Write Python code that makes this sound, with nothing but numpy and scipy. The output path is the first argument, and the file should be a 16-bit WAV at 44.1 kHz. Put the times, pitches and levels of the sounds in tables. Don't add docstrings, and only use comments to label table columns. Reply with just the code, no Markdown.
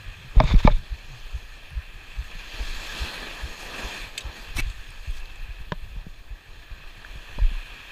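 import sys
import numpy as np
from scipy import signal
from scipy.io import wavfile
from scipy.ndimage import uniform_filter1d

SR = 44100
rng = np.random.default_rng(int(sys.argv[2]) if len(sys.argv) > 2 else 0)


def level_to_linear(level):
    exponent = np.asarray(level, float) / 20
    return 10 ** exponent


def transcribe(u):
    v = np.clip(np.atleast_2d(u).T, -1, 1)
    q = np.round(v * 32767).astype(np.int16)
    wavfile.write(sys.argv[1], SR, q)


N = 348831

# centre in Hz, width in Hz, gain in dB.
CASE = [(1442, 108, -21.5), (1750, 150, 1), (2079, 388, -11), (2516, 250, 4.5), (2920, 178, -9),
        (3430, 340, 2), (3774, 137, -7.5), (4190, 240, 4.5), (4390, 130, -4.5), (4970, 180, -5),
        (5850, 260, -7.5), (6620, 280, 4.5), (8800, 600, -3.5), (10900, 410, -3.5)]


def evened(x):
    return x / np.sqrt(np.mean(x ** 2) + 1e-20)


def column(rows, index, t):
    return np.interp(t, np.transpose(rows)[0], np.transpose(rows)[index])


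def swells(rows, index, t):
    return sum(row[index] * np.exp(-((t - row[0]) / row[1]) ** 2) for row in rows)


def stroke(t, peak_s, rise_s, fall_s):
    return np.exp(-((t - peak_s) / np.where(t < peak_s, rise_s, fall_s)) ** 2)


def slope_db(points, hz):
    f, db = np.transpose(points)
    db = np.interp(np.log(hz + 1), np.log(f + 1), db)
    return db - 10 * np.log10(np.mean(10 ** (db / 10)))


def bumps_db(peaks, hz):
    return sum(db / (1 + (2 * (hz - f) / width) ** 2) for f, width, db in peaks)


def noise(field_db, size=1024, span=(0, N / SR)):
    hop, edge_hz = size // 4, 15320
    t = np.arange(span[0], span[1] + size / SR, hop / SR)
    hz = np.fft.rfftfreq(size, 1 / SR)
    a, b = rng.standard_normal((len(t), len(hz), 2)).T
    gain = level_to_linear(field_db(t, hz[:, None])) * (hz < edge_hz)[:, None]
    out = np.zeros(N)
    add(out, span[0], signal.istft((a + 1j * b) * gain, nperseg=size, noverlap=size - hop)[1])
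    return out * np.sqrt(3 / size)


def patches(t, hz, frames, bins):
    field = rng.standard_normal((len(t), len(hz))).T
    return evened(uniform_filter1d(uniform_filter1d(field, int(bins), 0), int(frames), 1))


def add(mix, s, sound):
    part = mix[round(s * SR):][:len(sound)]
    part += sound[:len(part)]


def band(x, lo_hz, hi_hz):
    return signal.sosfilt(signal.butter(3, [lo_hz, hi_hz], "band", fs=SR, output="sos"), x)


def ring(drive, modes, damping=1, alternate=False):
    t = np.arange(SR // 8) / SR
    body = 0
    for k, (hz, db, t60) in enumerate(modes):
        spectrum = abs(np.sum(drive * np.exp(2j * np.pi * hz * t[:len(drive)])))
        taken = spectrum + 0.15 * np.linalg.norm(drive)
        sign = (-1) ** (k * alternate)
        body = body + sign * level_to_linear(db - 60 * damping * t / t60) * np.sin(2 * np.pi * hz * t) / taken
    out = signal.fftconvolve(drive, body)
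    return out / abs(out).max()


def contact(seconds, draw):
    t = np.arange(len(draw)) / SR
    return draw * abs(draw) * np.exp(-(t / max(seconds, .0005)) ** 2) * np.minimum(t / 0.00085, 1)


def sea():
    # frequency in Hz, level in dB.
    wash = [(600, -16), (1100, -8.5), (1600, 2), (3000, -1), (3900, -11), (6500, -34)]
    plunge = [(60, -20), (130, 1.5), (400, 1), (1200, -0.5), (1900, 5.5), (3500, -53)]
    crest = [(2500, -6), (3700, 3), (4600, 1.5), (5500, -8.5), (7000, -41.5)]
    fizz = [(4000, -11.5), (5800, 3), (7000, -1), (9000, -6), (12000, -9.5), (15500, -16.5)]
    # time in seconds, wash level in dB, breaking of the crest in dB.
    waves = [(0.0, -46, -3.5), (0.8, -49.5, 1), (1.27, -48, 0.5), (1.89, -47.5, -4), (2.2, -46.5, -0.5),
             (2.44, -43, -2.5), (2.6, -40.5, 3), (3.04, -37, 3.5), (3.3, -38, -3.5), (3.45, -43.5, 0),
             (3.65, -41.5, -1.5), (3.85, -36, 0.5), (4.01, -39, 1.5), (4.12, -45, 1), (4.5, -45.5, 0),
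             (5.4, -49, -1.5), (6.25, -54.5, 1.5), (7.55, -43, -5.5)]
    # calm level in dB, dB per dB of wash, dB per dB of breaking.
    follow = [
        (-55.5, .5, 0.3),
        (-58, 1.16, 0.96),
        (-63.5, 1.11, 0.73),
    ]
    # time in seconds, length in seconds, gain in dB.
    breakers = [(2.6, 0.1, 4.5), (3.14, 0.27, 7.5), (3.55, 0.29, 6.5), (3.84, 0.19, 8), (4.3, 0.24, 7),
                (7.0, 0.52, 3)]
    # time in seconds, length in seconds, gain over the fizz in dB.
    spray = [(3.5, 0.16, 5), (3.633, 0.043, 6), (4.396, 0.074, 5.5), (5.09, 0.055, 3.5), (5.17, 0.025, 7.5)]
    # time in seconds, gain over the wash in dB.
    slaps = [(2.36, -0.5), (2.39, 3), (2.53, 0), (2.685, 1), (2.79, 0), (2.82, 0), (2.98, 2), (3.05, 2),
             (3.14, 2), (3.22, 0.5), (3.395, 1), (3.55, -3), (3.69, 0), (3.74, 2), (3.785, 3), (3.9, 0),
             (3.98, 0), (4.105, -1.5), (4.34, -1), (4.37, 1.5), (4.49, 1.5)]
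    # time in seconds, length in seconds, gain in dB.
    whistle = [(5.3, 0.25, 7.3)]
    calm_db, slap_rise_s, slap_fall_s = -48, 0.0041, 0.024
    whistle_hz, whistle_width_hz = 2570, 110

    def field(t, hz):
        wash_db, breaking_db = column(waves, 1, t), column(waves, 2, t)
        plunge_db, crest_db, fizz_db = (
            db + a * (wash_db - calm_db) + b * breaking_db for db, a, b in follow)
        levels_db = wash_db, plunge_db + swells(breakers, 2, t), crest_db, fizz_db
        power = sum((level_to_linear(slope_db(points, hz)) * level_to_linear(db)) ** 2
                    for points, db in zip((wash, plunge, crest, fizz), levels_db))
        foam_db = swells(spray, 2, t) + 1.14 * patches(t, hz, 86, 25)
        high_db = np.clip(hz / 7000, 0, 1) ** 2 * foam_db
        slaps_db = sum(db * stroke(t, s, slap_rise_s, slap_fall_s) for s, db in slaps)
        splashes_db = slaps_db - 0.8 + 0.82 * patches(t, hz, 2, 120)
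        whistle_db = bumps_db([(whistle_hz, whistle_width_hz, swells(whistle, 2, t))], hz)
        case_db = bumps_db(CASE, hz) + 1.18 * patches(t, hz, 18, 9)
        return 10 * np.log10(power) + case_db + splashes_db + high_db + 2.0 + whistle_db
    return noise(field, size=512)


def butt():
    # time in seconds, peak in dB.
    strikes = [
        (0.4005, -4),
        (0.6728, -4),
    ]
    # delay in seconds, level in dB.
    bounce_tables = [
        [(0, -3.5), (.0011, 1.5), (.0023, 1.5), (.0043, -8.5)],
        [(0, -2.5), (.0009, -1), (.0023, 0.5), (.0041, -11)],
    ]
    # frequency in Hz, level in dB, t60 in seconds.
    mode_tables = [
        [(467, -12, 0.028), (630, 1.5, 0.048), (905, -2, 0.029), (1013, -5, 0.031), (1156, -6, .028),
         (1300, -13, 0.038), (1840, -16, .014), (2250, -7, 0.02), (2660, -23, 0.011), (3080, -17, .01),
         (3655, -9.5, .013), (4200, -13, 0.01), (4650, -22, 0.0089), (5400, -24, .007)],
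        [(463, -1, .02), (598, 0, 0.047), (867, 1.5, 0.038), (1040, -3.5, 0.033), (1196, -1.5, 0.024),
         (1500, -38, .015), (1820, -12, 0.018), (2180, -9, .018), (2355, -7.5, 0.024), (3080, -19, .01),
         (3620, -12, .011), (4150, -14, .009), (4800, -29, .007), (5800, -36, .006)],
    ]
    touch_s = .00018
    out, t = np.zeros(N), np.arange(400) / SR
    for (s, db), bounces, modes in zip(strikes, bounce_tables, mode_tables):
        drive = sum(level_to_linear(b_db) * np.exp(-((t - delay - 2 * touch_s) / touch_s) ** 2)
                    for delay, b_db in bounces)
        add(out, s, level_to_linear(db) * ring(np.gradient(drive), modes, alternate=True))
    return band(out, 380, 7000)


def knocks():
    # time in seconds, peak in dB, bright peak in dB, contact in seconds, damping factor.
    blows = [(0.436, -23, -36, 0.0041, 1.1), (0.561, -31, -30, 0.0028, 0.9), (.6515, -22, -27, 0.0076, 1.5),
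             (6.062, -36, -53, 0.0063, 4.4), (7.386, -22.5, -46, 0.0038, 2.3),
             (5.964, -40, -60, 0.0047, 3.1)]
    # frequency in Hz, level in dB, t60 in seconds.
    shell_modes = [(464, -39, 0.027), (633, -3, 0.068), (917, -0.5, 0.035), (1000, -5, 0.055),
                   (1125, -2, 0.025), (1270, -31, 0.033)]
    bright_modes = [(1820, -10, .015), (2290, 23, 0.014), (2600, -10, 0.01), (3100, 13, 0.015),
                    (3644, 23.5, 0.019), (4200, 21, 0.01), (4900, 1, .008), (5400, -10, .008),
                    (6650, -10, .006)]
    tap_modes = [(460, -7.5, .03), (607, -4.5, 0.05), (850, -12, 0.014), (1005, 3, 0.024),
                 (1200, -7, 0.013), (1580, -3.5, .025), (2050, -12, 0.024), (2450, -11, .015),
                 (2800, -16, 0.014), (3200, -5, 0.01), (3600, -7, 0.012), (4460, -24, 0.0095),
                 (5500, -17, 0.0073), (6400, -21, .008)]
    # time in seconds, peak in dB, contact in seconds.
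    handle_tap = (5.7198, -9.5, 0.0031)
    dull_hz = 1570
    shell, bright, tap = np.zeros((3, N))
    draws = rng.standard_normal((len(blows) + 1, 800))
    tap_s, tap_db, tap_contact_s = handle_tap
    add(tap, tap_s, level_to_linear(tap_db) * ring(contact(tap_contact_s, draws[0]), tap_modes, 1.13))
    for (s, db, bright_db, seconds, damping), draw in zip(blows, draws[1:]):
        body = ring(contact(0.88 * seconds, draw), shell_modes, damping)
        add(shell, s, level_to_linear(db) * band(body, 300, dull_hz / damping ** .45))
        add(bright, s, level_to_linear(bright_db) * ring(contact(seconds, draw), bright_modes, damping))
    return band(tap, 300, 4900) + band(shell, 415, 1700) + band(bright, 2000, 6400)


def pushes():
    # time in seconds, peak in dB, frequency in Hz, t60 in seconds.
    plate = [(0.401, -15, 126.4, 0.11), (0.404, -17, 256, 0.059), (0.436, -13, 135, 0.063),
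             (0.539, -7, 152, 0.024), (0.6495, -2.5, 207, 0.024), (0.675, -11.5, 135, 0.03),
             (0.706, -18, 111, 0.04), (4.582, -29.5, 269, 0.07), (4.59, -26, 115, 0.091),
             (5.603, -38.5, 140, 0.055), (5.7204, -19.5, 169, 0.048), (5.814, -42, 128, 0.056),
             (5.963, -35.5, 147, 0.051), (6.066, -28.5, 169, 0.036), (7.155, -34.5, 129, 0.052),
             (7.382, -25.5, 170, 0.0092), (7.514, -36.5, 189, 0.038), (0.246, -37.5, 131, 0.17),
             (2.35, -38.5, 158.7, 0.067)]
    out = np.zeros(N)
    for s, db, hz, t60 in plate:
        add(out, s, -level_to_linear(db) * ring(np.hanning(int(.35 * SR / hz)), [(hz, 0, t60)]))
    return out


def thud_rows():
    # trough in seconds, peak in dB, frequency in Hz.
    beats = [(0.92, -20, 43.7), (1.346, -22, 50.5), (1.771, -18.5, 47.7), (2.189, -19, 45.3),
             (2.606, -19.5, 38.4), (3.018, -19.5, 51), (3.436, -22, 49), (3.848, -23.5, 40.8),
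             (4.267, -25, 51.3), (4.679, -22, 51), (5.094, -23, 52.4), (5.508, -25.5, 44),
             (5.931, -32.5, 44.45), (6.326, -26, 40.7), (6.729, -28.5, 40.8), (7.172, -30, 41)]
    # trough in seconds, peak in dB, frequency in
    # Hz, length in seconds.
    strap_jolts = [(0.082, -27.5, 35.4, 0.039), (0.309, -30, 28, 0.037), (0.383, -0.5, 35.8, 0.02),
                   (0.448, -9.5, 35, 0.023), (0.53, -11.5, 48.6, 0.033), (0.5624, -1.5, 34.6, 0.026),
                   (0.67, -5.5, 30, 0.033), (0.703, -20, 45, 0.018), (0.739, -10.5, 27, 0.046),
                   (0.767, -30, 30, 0.049), (0.837, -34, 28, 0.036), (2.441, -34, 34, 0.028),
                   (2.886, -30, 28, 0.05), (4.572, -19.5, 28.1, 0.023), (4.623, -18, 22.9, 0.045),
                   (5.182, -32.5, 28.2, 0.095), (5.613, -32, 51, 0.032), (5.826, -31, 48, 0.022),
                   (5.975, -24.5, 36.2, 0.04), (6.076, -39, 60.4, 0.0163), (7.395, -21, 40.2, 0.03),
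                   (7.442, -8.5, 33, 0.043), (7.477, -21, 31.7, 0.049), (7.538, -24, 31, 0.061),
                   (7.601, -25.5, 28, 0.026), (7.723, -32, 30.7, 0.04), (4.567, -25, 70, 0.022),
                   (4.703, -28, 60, 0.016), (4.295, -32, 70, 0.016)]
    # length in seconds, quickening in 1/s.
    upright = (0.027, 10.6)
    bent = (0.034, -13)
    lean_s = 4.1
    second_s, second_db, second_hz, second_length_s, second_quicken = .19, -14, 31, 0.051, 2.4
    first = [(s, db, hz, *(upright if s < lean_s else bent)) for s, db, hz in beats]
    second = [(s + second_s, db + second_db, second_hz, second_length_s, second_quicken)
              for s, db, hz in beats]
    jolts = [(*row, -max(25.7 + 1.66 * row[1], 3.1)) for row in strap_jolts]
    return first + second + jolts


def thuds():
    out = np.zeros(N)
    for s, db, hz, length, quicken in thud_rows():
        t = np.arange(-.06 * SR, .12 * SR) / SR
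        turn = 2 * np.pi * hz * np.expm1(1.5 * quicken * t) / (1.5 * quicken)
        swing = -np.cos(turn) - 0.16 * np.sin(2 * turn)
        late = t - 0.0001 * quicken
        sudden = 2 + max(-.2 * quicken, 0)
        before = abs(late / (.5 * length + 0.00041)) ** sudden
        after = (late / (0.85 * length)) ** 2
        add(out, s + t[0], level_to_linear(db - 2.5) * swing * np.exp(-np.where(late < 0, before, after)))
    return out


def rub():
    # peak time in seconds, rise in seconds, fall in seconds, level in dB, tilt in dB per octave.
    strokes = [(.37, 0.019, 0.053, -42.5, -5.5), (.45, 0.047, 0.018, -37.5, -1.5),
               (.485, 0.033, 0.017, -34.5, 1.5), (0.516, 0.036, 0.018, -29.5, 0),
               (0.546, 0.0079, 0.013, -37, -3), (0.598, 0.036, 0.025, -42, 2), (.66, 0.018, 0.0145, -35, 2),
               (0.719, 0.049, 0.014, -40.5, -1), (.765, 0.021, .015, -47, 2.5)]
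    # frequency in Hz, level in dB.
    colour = [(150, -32), (300, 3), (1000, -2.5), (2500, -6.5), (4500, -10), (7000, -23.5), (8500, -34),
              (12000, -52), (15500, -56)]
    # centre in Hz, width in Hz, gain in dB.
    peaks = [(604, 86, -1), (1120, 220, 6), (2325, 250, 14.5), (3620, 400, 13.5), (6560, 500, 7),
             (12300, 1500, 5)]

    def field(t, hz):
        power = 1e-12
        for s, rise, fall, db, tilt_db in strokes:
            tilted_db = db + tilt_db * np.log2((hz + 50) / 2000)
            power = power + (stroke(t, s, rise, fall) * level_to_linear(tilted_db)) ** 2
        flutter_db = 2.6 * patches(t, hz, 3.6, 22) - 5.5
        return 10 * np.log10(power) + slope_db(colour, hz) + bumps_db(peaks, hz) + flutter_db
    return noise(field, size=256, span=(.3, .9))


def swish():
    # peak time in seconds, rise in seconds, fall in seconds, level in dB.
    passes = [(0.597, 0.017, 0.02, -35), (0.642, 0.014, 0.01, -36)]
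    # frequency in Hz, level in dB.
    colour = [(500, -8), (1700, 5), (3200, 2), (4500, -6), (6800, -14), (9000, -24), (15500, -30)]

    def field(t, hz):
        power = sum((level_to_linear(db) * stroke(t, s, rise, fall)) ** 2 for s, rise, fall, db in passes)
        case_db = 0.9 * bumps_db(CASE, hz) + 3.0 * patches(t, hz, 2.6, 18)
        return 10 * np.log10(power + 1e-12) + slope_db(colour, hz) + case_db
    return noise(field, size=256, span=(.5, .7))


def hum():
    # time in seconds, frequency in Hz, level in dB.
    line = [(1.07, 144, -59), (1.1, 144, -46.5), (1.15, 120, -43), (1.2, 119, -60), (1.256, 137, -58),
            (1.26, 133, -55)]
    t = np.arange(N) / SR
    live = np.clip(np.minimum(t - line[0][0], line[-1][0] - t) / .015, 0, 1)
    phase = 2 * np.pi * np.cumsum(column(line, 1, t)) / SR
    return np.sqrt(2) * live * level_to_linear(column(line, 2, t)) * np.sin(phase)


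def reel():
    # time in seconds, peak in dB, rattle in seconds.
    clicks = [(4.177, -14.5, 0.007), (4.205, -27, 0.014), (4.185, -26, 0.011), (4.698, -34.5, 0.0082)]
    # frequency in Hz, level in dB, t60 in seconds.
    wire_modes = [(1750, -9, .012), (2590, 4.5, 0.016), (3150, 2, 0.016), (3730, 4.5, 0.009),
                  (4216, -1, .01), (4660, -5, 0.013), (6400, -4, 0.011), (7730, -5, 0.022),
                  (10120, -12.5, .008), (12500, -21, .006)]
    # time in seconds, scrape level in dB, ring level in dB.
    snap = [(4.548, -53, -70), (4.566, -34.5, -54), (4.578, -35.5, -48), (4.59, -31.5, -27),
            (4.602, -32.5, -28), (4.609, -37, -53), (4.612, -70, -46), (4.66, -75, -72)]
    # frequency in Hz, level in dB.
    colour = [(200, -13), (1500, 3), (3500, -0.5), (6000, -9), (10000, -8), (15800, -15)]
    # centre in Hz, width in Hz, level in dB.
    scrape_peaks = [(3920, 460, 6), (5800, 600, 9), (5000, 360, -2)]
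    buzz_peaks = [(292, 140, -7), (2010, 110, -6), (2260, 110, 0), (2633, 65, 0)]

    def scrape_field(t, hz):
        return slope_db(colour, hz) + 0.21 * bumps_db(CASE, hz) + bumps_db(scrape_peaks, hz) + 0 * t

    def buzz_field(t, hz):
        gain = sum(level_to_linear(db) / (1 + (2 * (hz - f) / width) ** 2) for f, width, db in buzz_peaks)
        return 20 * np.log10(gain) + 0 * t

    out, t = np.zeros(N), np.arange(N) / SR
    for (s, db, seconds), draw in zip(clicks, rng.standard_normal((len(clicks), 800))):
        drive = contact(seconds, draw)
        add(out, s, level_to_linear(db - 0.5) * ring(drive, wire_modes))
        add(out, s, level_to_linear(db - 4) * band(drive / abs(drive).max(), 2000, 7000))
    out = band(out, 1900, 15300)
    live, span = (t > snap[0][0]) & (t < snap[-1][0]), (4.5, 4.75)
    grit = level_to_linear(3.7 * evened(uniform_filter1d(rng.standard_normal(N), 40)))[live]
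    scrape = evened(grit * noise(scrape_field, span=span)[live])
    buzz = evened(noise(buzz_field, span=span)[live])
    out[live] += level_to_linear(column(snap, 1, t[live])) * scrape + level_to_linear(column(snap, 2, t[live])) * buzz
    return out


def ticks():
    # time in seconds, peak in dB, frequency in Hz, t60 in seconds.
    taps = [(1.2, -41, 5700, 0.0051), (4.905, -42, 9200, .008), (5.11, -43, 9530, 0.0048),
            (5.183, -38, 5600, 0.0048), (5.2, -45, 10000, 0.0046), (5.257, -35, 4200, 0.0049),
            (5.2572, -46, 12000, .003), (5.358, -45, 7950, .005), (5.805, -53, 9800, .006),
            (7.047, -28, 1730, 0.02), (1.705, -48, 11000, .005), (6.98, -52, 7800, .008),
            (4.184, -28, 8000, 0.023), (4.192, -34, 6500, 0.013), (4.607, -30, 2640, 0.022),
            (4.621, -34, 2640, 0.018), (4.646, -39, 2600, 0.027), (.51, -25, 1080, 0.016),
            (.541, -38, 5600, .01), (.562, -30, 4300, .008), (.657, -34, 3750, .015),
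            (.666, -28, 3650, .015), (.70, -31, 1700, 0.017), (.688, -39, 3800, .012),
            (.716, -30, 3800, 0.012), (5.731, -35, 1050, 0.013), (.4018, -23.5, 4900, 0.0066),
            (.4021, -28.5, 5650, 0.0066), (0.44, -35, 7500, .004), (.6742, -21, 4000, 0.0074),
            (.6744, -28, 4940, .007), (.6741, -34, 5800, .005)]
    out = np.zeros(N)
    for s, db, hz, t60 in taps:
        start = np.hanning(int(t60 * SR / 8) + 3)
        drive = start * np.cos(2 * np.pi * 0.9 * hz * np.arange(len(start)) / SR)
        add(out, s, level_to_linear(db) * ring(drive, [(hz, 0, t60), (0.92 * hz, -7, t60)]))
    return out


def tremor():
    # frequency in Hz, level in dB.
    deep = [(10, 1), (20, 6.5), (40, 0.5), (60, -19), (90, -29), (140, -55)]
    upper = [(40, -27), (75, 4.5), (130, -4.5), (200, -15), (350, -65)]
    # time in seconds, length in seconds, deep gain in dB, upper gain in dB.
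    efforts = [(.1, 0.2, -15, 11.5), (.55, 0.21, 12.5, 18.5), (.75, 0.1, 8, 8), (1.7, 0.11, -5.5, 2),
               (2.25, 0.051, 10.5, -4), (2.7, 0.13, 9, -1), (5.2, 0.59, 7, 0), (5.93, 0.15, 6, 5),
               (7.5, 0.12, 6.5, 9.5)]
    deep_db, upper_db = -38, -63
    t = np.arange(0, N + 256, 256) / SR

    def layer(points, level_db, lumpy_db):
        lumps = evened(uniform_filter1d(uniform_filter1d(rng.standard_normal(N), 1500), 1500))
        rumble = noise(lambda t, hz: slope_db(points, hz) + 0 * t, size=4096)
        return rumble * level_to_linear(np.interp(np.arange(N) / SR, t, level_db) + lumpy_db * lumps)
    return (layer(deep, deep_db - 6.0 + swells(efforts, 2, t), lumpy_db=4.0)
            + layer(upper, upper_db + 5.0 + swells(efforts, 3, t), lumpy_db=5.0))


def hiss():
    # frequency in Hz, level in dB.
    colour = [(200, -13), (2000, -13), (6000, 0), (15500, 17)]
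    # centre in Hz, width in Hz, gain in dB.
    humps = [(9530, 110, 17), (10300, 250, 11), (12900, 230, 10), (14310, 190, 14)]
    hiss_db = -72.5
    return noise(lambda t, hz: hiss_db + slope_db(colour, hz) + bumps_db(humps, hz) + 0 * t)


def scene():
    blows = butt() + knocks() + pushes() + thuds()
    gear = rub() + swish() + hum() + reel() + ticks()
    return (sea() + blows + gear + tremor() + hiss())[None]


def top_cut(x):
    return signal.sosfilt(signal.butter(12, 15700, fs=SR, output="sos"), x)


def record(dry):
    top_hz = 15550
    lowpass = signal.firwin(255, top_hz, window=("kaiser", 9), fs=SR)
    limited = 1.33 * np.tanh(dry / 1.268)
    return top_cut(signal.oaconvolve(limited, lowpass[None], "same"))


dry = scene()
out = record(dry)
transcribe(out)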